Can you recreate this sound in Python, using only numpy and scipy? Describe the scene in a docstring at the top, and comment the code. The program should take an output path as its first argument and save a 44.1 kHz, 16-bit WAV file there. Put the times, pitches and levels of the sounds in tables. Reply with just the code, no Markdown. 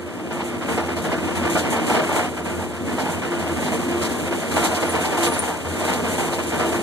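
"""Steel wheels of an overhead crane grind down a steel-plant bay, heard from the cab. Rail roughness and jolts
on rail flaws ring the girder, the cab panels and the wheels. Flanges rub the rail side with a hiss and short
rasps; dry steel slips and squeaks. Underneath, the cab rumbles and booms, the travel gearing hums with a
wavering pitch and a cab panel drones."""
import sys
import numpy as np
from scipy.fft import rfft, irfft
from scipy.io import wavfile
from scipy.ndimage import map_coordinates

SR = 44100
rng = np.random.default_rng(int(sys.argv[2]) if len(sys.argv) > 2 else 0)


def dump_mix(stems):
    """Bounce the given channels to the path in sys.argv[1] as a 16-bit WAV at rate SR."""
    frames = np.atleast_2d(stems).T  # one column per channel
    limited = np.clip(frames, -1, 1)  # hard clip at full scale
    pcm = np.round(limited * 32767).astype(np.int16)
    wavfile.write(sys.argv[1], SR, pcm)


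N = 300762
T = np.arange(N) / SR
FREQ = np.maximum(np.arange(N // 2 + 1) * SR / N, 1)


# grinding spectrum: (frequency [Hz], relative density [dB])
GRIND_SPECTRUM = [(150, -39), (400, -5), (700, -0.5), (1000, -0.5), (1500, -4.5), (2300, -4), (3000, -8),
                  (4000, -18), (5500, -19.5), (13000, -58)]
# girder and cab-panel modes: (frequency [Hz], relative level [dB])
STEEL_MODES = [(410, 0), (457, 7), (492, 0.5), (545, -3.5), (625, 5), (655, 3.5), (716, 5), (765, -1),
               (864, -2.5), (932, 0), (977, 1), (1050, -0.5), (1190, 0.9), (1255, -9.5), (1340, -2),
               (1436, -0.5), (1533, -5.5), (1580, -3.5), (1678, -4.5), (1770, -3), (2320, -2), (2900, -4),
               (3692, -10), (4420, -13)]

def wheels(roll_db, jolts, judder_db=1.84):
    """Rail roughness and jolts shake the girder into its modes; jolts ring it more than they grind."""
    rolling = undb(roll_db - 0.03 + judder_db * walk(32))
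    roughness = through(contacts(per_s=8000, spread_db=0.14), undb(spectrum(GRIND_SPECTRUM)))
    grind = np.hypot(rolling, undb(-2) * jolts) * roughness
    force = np.hypot(rolling, undb(3.5) * jolts)
    girder = modes(STEEL_MODES, width_hz=16) * resonance(500, 3900)
    ring = flexing(through(force * contacts(per_s=3200, spread_db=1.5), girder))
    return undb(-1.5) * grind + undb(-4) * ring * rms(force)


def flexing(pair, lag_s=0.00022):
    """The girder flexes as it travels, so its ringing drifts in pitch."""
    position = (T + lag_s * walk(2.9)) * SR
    return np.array([map_coordinates(x, [position], order=1, mode="nearest") for x in pair])


# grinding between jolts: (time [s], relative level [dB])
ROLL_LEVEL = [(0, -37.5), (.22, -37.5), (.42, -31), (.58, -34.5), (.69, -29), (.95, -33), (1.3, -28.5),
              (2.21, -25), (2.31, -34.5), (2.82, -35.5), (2.87, -31), (3.11, -29), (3.18, -33.5),
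              (3.76, -28.5), (4.22, -31), (4.49, -29), (4.6, -28.5), (5.37, -28), (5.61, -35), (5.92, -27),
              (6, -30), (6.47, -32.5), (6.82, -31.5)]
# jolts on rail flaws: (time [s], level [dB], decay [s], wheel ring re jolt [dB])
RAIL_JOLTS = [(0.307, -27.5, 0.039, -19), (0.388, -33, 0.016, 3), (0.615, -33, .025, -18),
              (0.682, -21.5, 0.052, -23), (0.775, -16.5, 0.02, -11), (0.797, -19.5, 0.013, -12),
              (0.882, -22.5, 0.041, -22), (0.965, -28, 0.049, -18), (1.045, -21.5, 0.046, -25),
              (1.115, -19, 0.034, -25), (1.37, -28, 0.023, -18), (1.448, -21, 0.038, -12),
              (1.553, -14, 0.021, -18), (1.59, -28, 0.017, -14), (1.655, -24, .025, -16),
              (1.72, -18.5, 0.032, -4.5), (1.758, -23.5, 0.035, -4), (1.893, -19.5, 0.051, -1),
              (1.942, -14.5, 0.04, -14), (1.988, -17, 0.019, -15), (2.09, -21.5, 0.019, -1),
              (2.157, -17.5, 0.026, -7), (2.187, -19, 0.019, -14), (2.366, -24.5, 0.029, -27),
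              (2.451, -27, 0.11, -19), (2.59, -27, 0.014, -1.5), (2.64, -44, 0.023, -12),
              (2.981, -20.5, 0.035, -1), (3.05, -27, 0.072, 3), (3.216, -25, 0.078, -15),
              (3.315, -23, 0.034, -16), (3.493, -23, 0.017, -18), (3.578, -24.5, 0.032, -7),
              (3.655, -22, 0.02, -16), (3.718, -22.5, 0.027, -6), (3.8, -30, 0.022, -17),
              (3.915, -23, 0.021, -22), (4.02, -28, 0.13, -10), (4.135, -31, 0.014, -14),
              (4.314, -23, 0.033, -23), (4.385, -35, 0.019, -21), (4.51, -25.5, 0.085, -14),
              (4.56, -18.5, 0.059, -3), (4.638, -21, 0.039, -2), (4.712, -23.5, 0.04, -9),
              (4.765, -21, 0.039, -19), (4.825, -16, 0.02, -14), (4.933, -20, 0.073, -7),
              (5.038, -25.5, 0.032, 2.5), (5.12, -18.5, 0.022, -10), (5.168, -19, 0.029, -14),
              (5.225, -25, 0.036, -3), (5.265, -15.5, 0.016, -19), (5.315, -21.5, 0.016, -7),
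              (5.418, -26, 0.072, 0), (5.471, -25, 0.079, -1), (5.645, -28.5, 0.045, -23),
              (5.75, -25, 0.015, -16), (5.805, -25.5, 0.086, -15), (5.872, -23, 0.059, 2.5),
              (6.035, -25, 0.089, -5), (6.18, -22, 0.086, -1), (6.323, -21, 0.024, -4.5),
              (6.385, -20, 0.022, -20), (6.519, -22, 0.084, -10), (6.594, -19, 0.072, -27),
              (6.722, -21.5, 0.053, -16)]

def rail_contact(attack_s=0.0029):
    """Wheel-on-rail excitation: rolling level in dB, and the amplitude of jolts whose powers add."""
    power = np.zeros(N)
    for start_s, db, decay_s, _ in RAIL_JOLTS:
        part, age = after(start_s, 1)
        power[part] += (undb(db) * pulse(age, attack_s, decay_s)) ** 2
    return curve(ROLL_LEVEL), np.sqrt(power)


# struck-wheel modes: (frequency [Hz], relative level [dB], decay [s])
WHEEL_MODES = [(795, -5.5, 0.078), (867, -2.5, 0.062), (920, -3, 0.042)]

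def wheel_ring(detune=0.0105, attack_s=0.0068):
    """Each jolt rings a wheel, at a slightly different pitch as the load shifts."""
    out = np.zeros((2, N))
    for start_s, jolt_db, _, ring_db in RAIL_JOLTS:
        part, age = after(start_s, 0.43)
        for hz, mode_db, decay_s in WHEEL_MODES:
            shift, start_cycles = rng.standard_normal(2)
            tone = np.sin(2 * np.pi * (hz * (1 + detune * shift) * age + start_cycles))
            out[0, part] += undb(jolt_db + ring_db + mode_db) * tone * pulse(age, attack_s, decay_s)
    return out


# flange hiss spectrum: (frequency [Hz], relative density [dB])
HISS_SPECTRUM = [(800, -10), (2500, 4), (3700, -1), (4500, -8), (5200, -13), (5750, -5), (6400, 2.2),
                 (7500, 2), (9500, 1.4), (11000, -5), (12500, -5), (14000, -14)]
# flange bites: (time [s], relative level [dB], length [s], ring re rasp [dB])
FLANGE_BITES = [(0.318, -42, 0.039, -13), (0.438, -40.5, 0.053, -17), (0.684, -37, 0.081, -10),
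                (0.959, -45, 0.041, 4.5), (1.014, -39.5, 0.047, -12), (1.349, -35.5, 0.025, -5),
                (1.494, -32.5, 0.055, -6), (1.571, -32.5, 0.034, 0), (1.698, -31.5, 0.04, -19),
                (1.86, -34, 0.079, -4), (2.119, -36, 0.042, -10), (2.154, -34.5, .035, -13),
                (2.442, -43.5, 0.19, -12), (2.99, -42.5, 0.03, 6.5), (3.111, -36.5, 0.037, -20),
                (3.388, -46, 0.027, 5), (3.6, -39, 0.022, -16), (3.637, -42, 0.039, 3),
                (3.726, -35, 0.028, -16), (4.015, -37.5, 0.041, 6), (4.104, -40, 0.024, -2),
                (4.51, -34, 0.033, -5), (4.557, -32.5, 0.097, -5), (4.636, -31, 0.03, 1.5),
                (4.741, -40.5, 0.022, 10), (4.82, -46, 0.016, 6), (5.002, -33.5, 0.022, -10),
                (5.044, -40.5, 0.019, 7), (5.17, -33.5, .03, -8), (5.224, -27, 0.036, -1.5),
                (5.33, -40.5, 0.014, 6), (5.438, -36.5, 0.056, -13), (5.717, -46, 0.024, 0),
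                (5.84, -35, 0.026, -4), (5.926, -37, 0.02, 4.5), (6.076, -34.5, 0.05, -13),
                (6.13, -39, 0.052, -10), (6.176, -36, 0.1, -14), (6.326, -42, 0.018, 7),
                (6.544, -40, 0.061, -10)]

def flanges(roll_db, jolts, attack_s=0.0076, release_s=0.019, hiss_db_per_s=1.28, rub_db_per_s=1.61):
    """Flanges hiss and rub on the rail side with the rolling; bites rasp and ring the steel."""
    colour = undb(spectrum(HISS_SPECTRUM))
    steel = resonance(3050, 1800) + undb(-1) * resonance(3960, 1400)
    chatter_db = 1.4 * walk(30)
    load_db = 0.82 * (roll_db + 30) + chatter_db  # about 0 dB at the usual rolling level
    hiss_gain = np.hypot(undb(-42.5 + load_db + hiss_db_per_s * T), undb(-30) * jolts)
    rub_gain = undb(-51.5 + load_db + rub_db_per_s * T)
    rasp = through(contacts(per_s=9000, spread_db=1.5), colour)
    ring, rub = (through(contacts(per_s=6600, spread_db=-1), steel) for _ in range(2))
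    hiss = through(contacts(per_s=9000, spread_db=0), colour)
    out = hiss_gain * hiss + rub_gain * rub
    for start_s, db, length_s, ring_db in FLANGE_BITES:
        part, age = after(start_s, 0.4)
        grip = np.clip(age / attack_s, 0, 1) * np.exp(-np.maximum(age - length_s, 0) / release_s)
        out[:, part] += undb(db + 1.5) * grip * (rasp[:, part] + undb(ring_db) * ring[:, part])
    return out


# dry slips: (time [s], starting pitch [Hz], level [dB], decay [s], scratchiness [0-1])
DRY_SLIPS = [(4.874, 10200, -34, .015, .6), (4.892, 9800, -23, .018, 0.6), (4.925, 9800, -33, .015, .7),
             (5.272, 10400, -26, .025, .9), (5.318, 9950, -26, 0.014, 0.5), (5.335, 9600, -23, .012, .3),
             (5.39, 9660, -12, 0.01, 0), (5.418, 9350, -27, 0.02, .5)]

def squeaks(waver_hz=170, sag_hz_per_s=6200, attack_s=0.0014):
    """Dry steel slips and sings: an abrupt, sagging tone that turns to a scratch when slip is uneven."""
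    out = np.zeros((2, N))
    offset_hz = waver_hz * np.array([walk(500), walk(500)])
    grit = np.array([walk(800), walk(800)])
    for start_s, hz, db, decay_s, scratch in DRY_SLIPS:
        part, age = after(start_s, 0.5)
        phase = phase_of(hz - sag_hz_per_s * age + offset_hz[:, part])
        slip = np.sqrt(1 - scratch) * np.sin(phase) + np.sqrt(scratch) * grit[:, part] * np.cos(phase)
        out[:, part] += undb(db) * slip * pulse(age, attack_s, decay_s)
    return out


# low cab-panel modes: (frequency [Hz], relative level [dB])
PANEL_MODES = [(155, 0), (172, -1.5), (203, -5), (256, -1), (292, -7.5), (312, -1), (328, -10.5)]
# rumble spectrum: (frequency [Hz], relative density [dB])
RUMBLE_SPECTRUM = [(25, -52), (45, -38), (62, -25), (80, -8), (100, -5), (120, -4.5), (137, -12),
                   (200, -4.5), (320, -1), (400, -0.5), (600, -3.5), (1500, -42)]
# rumble between jolts: (time [s], relative level [dB])
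RUMBLE_LEVEL = [(0.0, -37), (0.06, -36.5), (0.33, -34.5), (2.01, -28), (2.37, -35.5), (2.58, -31),
                (2.76, -37), (2.88, -30.5), (3.3, -33), (3.63, -30), (4.5, -31.5), (4.56, -31.5),
                (5.49, -32), (5.58, -36), (5.88, -29.5), (6.48, -31.5), (6.57, -32), (6.81, -28.5)]

def cab_rumble(jolts):
    """Cab panels rumble, harder at each jolt."""
    shake = np.hypot(undb(curve(RUMBLE_LEVEL)), undb(-15) * jolts)
    response = modes(PANEL_MODES, width_hz=11.8) * resonance(261, 317) ** 2
    panels = through(contacts(per_s=1500, spread_db=3.5), response)
    broadband = through(rng.standard_normal((2, N)), undb(spectrum(RUMBLE_SPECTRUM)))
    return (panels + undb(-0.44) * broadband) * shake


# cab boom: (time [s], relative level [dB])
BOOM_LEVEL = [(0.0, -49), (0.07, -43), (0.11, -59), (0.3, -51), (1.01, -38.5), (1.03, -46), (1.48, -34.5),
              (1.63, -44.5), (2.53, -43), (2.58, -35), (3.1, -47), (3.15, -35), (3.25, -50), (3.53, -32.5),
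              (3.61, -41), (3.95, -41.5), (3.99, -37), (4.18, -46.5), (4.31, -43), (4.44, -52), (4.56, -37),
              (4.67, -47), (4.75, -40), (4.78, -54), (4.94, -34), (5.09, -48.5), (5.62, -42), (5.68, -31),
              (5.76, -41.5), (6.82, -40.5)]

def cab_boom(hum_hz=86.5, waver_hz=2.85):
    """An unsteady drive hum booms in the cab's air."""
    hum = unit(np.sin(phase_of([hum_hz + waver_hz * walk(10.8) for _ in range(2)])))
    air = through(rng.standard_normal((2, N)), resonance(86.7, 24) ** 2)
    return (undb(-0.9) * hum + undb(-6.5) * air) * undb(curve(BOOM_LEVEL))


# gear-mesh pitch: (time [s], frequency [Hz])
MESH_PITCH = [(0, 349), (.6, 344.8), (1, 341.3), (1.45, 342.6), (1.9, 341), (2.2, 344), (2.8, 346.8),
              (3.3, 345.5), (3.55, 338), (4, 347), (4.35, 339), (4.85, 338), (5.1, 337), (5.25, 342),
              (5.8, 348), (6.3, 345.5), (6.65, 340), (6.82, 347)]
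# gear hum: (time [s], relative level [dB])
MESH_LEVEL = [(0.0, -38), (0.05, -33), (0.14, -43), (0.3, -37.5), (0.5, -27.5), (0.64, -45), (0.78, -27.5),
              (0.85, -35), (0.92, -30.5), (1.1, -35), (1.25, -30), (1.4, -31), (1.53, -24), (1.63, -37),
              (1.77, -42), (1.95, -28), (2.15, -28.5), (2.3, -41), (2.45, -36), (2.8, -32.5), (2.93, -37),
              (3.01, -31.5), (3.2, -38), (3.27, -28.5), (3.38, -29), (3.52, -29), (3.6, -53), (3.8, -31.5),
              (3.97, -22.5), (4.06, -30), (4.19, -44), (4.32, -25.5), (4.45, -42), (4.62, -26), (4.73, -37),
              (4.86, -25.5), (5.12, -36), (5.2, -22), (5.28, -27), (5.42, -47), (5.91, -32), (6.06, -53),
              (6.22, -28.5), (6.43, -33), (6.55, -36), (6.68, -22.5), (6.81, -31)]

def gearing(waver_hz=4.07, throb_db=2.5):
    """The gear mesh hums, wavering and throbbing with the load."""
    tone = np.sin(phase_of(curve(MESH_PITCH) + waver_hz * walk(23.4)))
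    throb = undb(throb_db * walk(18))
    return unit(tone * throb) * undb(curve(MESH_LEVEL) - 2.6)


# panel drone: (time [s], relative level [dB])
DRONE_LEVEL = [(0, -45), (.3, -34), (.55, -35), (.75, -28), (.85, -37), (1.08, -33), (1.28, -39.5),
               (1.43, -25), (1.5, -38), (1.72, -28), (2, -26), (2.12, -44), (2.4, -37), (2.63, -31.5),
               (2.75, -39), (2.91, -28), (3.05, -36), (3.35, -38), (3.52, -36), (3.73, -27.5), (3.87, -34),
               (4.17, -30), (4.27, -39), (4.6, -29), (4.75, -38), (5.3, -32), (5.62, -46), (5.75, -36),
               (6.1, -30), (6.2, -49), (6.6, -29.5), (6.82, -35)]

def panel_drone(hz=236, waver_hz=6.54):
    """A cab panel drones below the gear hum, swelling and wavering with the load."""
    tone = np.sin(phase_of([hz + waver_hz * walk(17.7) for _ in range(2)]))
    return unit(tone) * undb(curve(DRONE_LEVEL) - 3.5)


# phase between microphone ports: (frequency [Hz], left lead [rad])
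LEFT_LEAD = [(85, -.7), (135, 0.2), (157, 2.3), (180, 0.9), (215, 0.76), (450, 0.35), (1350, 0.12),
             (1800, -1.3), (2400, -2.7), (2550, -3.13), (2790, -3.15), (3250, -3.95), (3600, -6.25),
             (4250, -6.25), (4650, -3.6), (5400, -3), (6200, 0), (7000, 1.4)]
# likeness of the ports: (frequency [Hz], coherence [0-1])
COHERENCE = [(90, 0.76), (135, 0.27), (157, 0.61), (180, 0.17), (212, 0.96), (240, 0.54), (275, 1),
             (305, 0.87), (345, 0.59), (470, 0.44), (600, 0.78), (1350, 1), (1800, 0.68), (2480, 1),
             (2790, 0.98), (3350, 0.02), (3950, 1), (4600, 0.26), (5250, 0.81), (6000, 0.093)]

def ports(pair):
    """Mix a shared stream (row 0) and a diffuse one (row 1) into the left and right ports."""
    coherence = spectrum(COHERENCE)
    shared, diffuse = rfft(pair) * np.sqrt([(1 + coherence) / 2, (1 - coherence) / 2])
    turn = np.exp(0.5j * spectrum(LEFT_LEAD))
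    return irfft([(shared + diffuse) * turn, (shared - diffuse) / turn], N)


def contacts(per_s, spread_db):
    """Two independent streams of tiny steel-on-steel impacts of uneven size."""
    struck = rng.random((2, N)) < per_s / SR
    size = undb(spread_db * np.minimum(rng.exponential(size=(2, N)), 4))
    return unit(struck * size * rng.standard_normal((2, N)))


def resonance(hz, width_hz):
    """Response of one damped mode, gain 1 at its centre."""
    return 1 / (1 + 1j * (FREQ ** 2 - hz ** 2) / (FREQ * width_hz))


def modes(table, width_hz):
    """Causal response of resonances whose powers add."""
    power = sum(np.abs(undb(db) * resonance(hz, width_hz)) ** 2 for hz, db in table)
    cepstrum = irfft(np.log(power) / 2, N)
    return np.exp(rfft(2 * cepstrum[:N // 2], N))


def through(x, response):
    """Filter, then scale to rms 1."""
    return unit(irfft(rfft(x) * response, N))


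def walk(rate_hz):
    """Smooth random drift, rms 1."""
    return through(rng.standard_normal(N), np.exp(-(FREQ / rate_hz) ** 2))


def pulse(age, attack_s, decay_s):
    """Exponential rise and decay."""
    return (1 - np.exp(-age / attack_s)) * np.exp(-age / decay_s)


def after(start_s, length_s):
    """Sample slice from a moment on, and its ages in seconds."""
    part = slice(int(start_s * SR), int((start_s + length_s) * SR))
    return part, T[part] - T[part][0]


def phase_of(hz):
    """Running phase in radians."""
    return 2 * np.pi * np.cumsum(hz, axis=-1) / SR


def curve(table):
    """Time table at every sample."""
    return np.interp(T, *np.transpose(table))


def spectrum(table):
    """Frequency table at every bin, joined on a log axis."""
    hz, value = np.transpose(table)
    return np.interp(np.log(FREQ), np.log(hz), value)


def undb(db):
    """Decibels to gain."""
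    return 10 ** (db / 20)


def rms(x):
    """Root mean square."""
    return np.sqrt(np.mean(x ** 2))


def unit(x):
    """Scale to rms 1."""
    return x / rms(x)


def scene():
    """Rolling and jolts drive wheels and flanges, jolts shake the cab; gearing and a panel drone hum below."""
    roll_db, jolts = rail_contact()
    rail = wheels(roll_db, jolts) + wheel_ring() + flanges(roll_db, jolts) + squeaks()
    body = cab_rumble(jolts) + cab_boom() + panel_drone()
    return ports(rail + body) + gearing()


def record(dry, cutoff_hz=13950, edge_hz=100):
    """Steep low-pass."""
    return irfft(rfft(dry) * np.clip((cutoff_hz - FREQ) / edge_hz + 0.5, 0, 1), N)


dry = scene()
out = record(dry)
dump_mix(out)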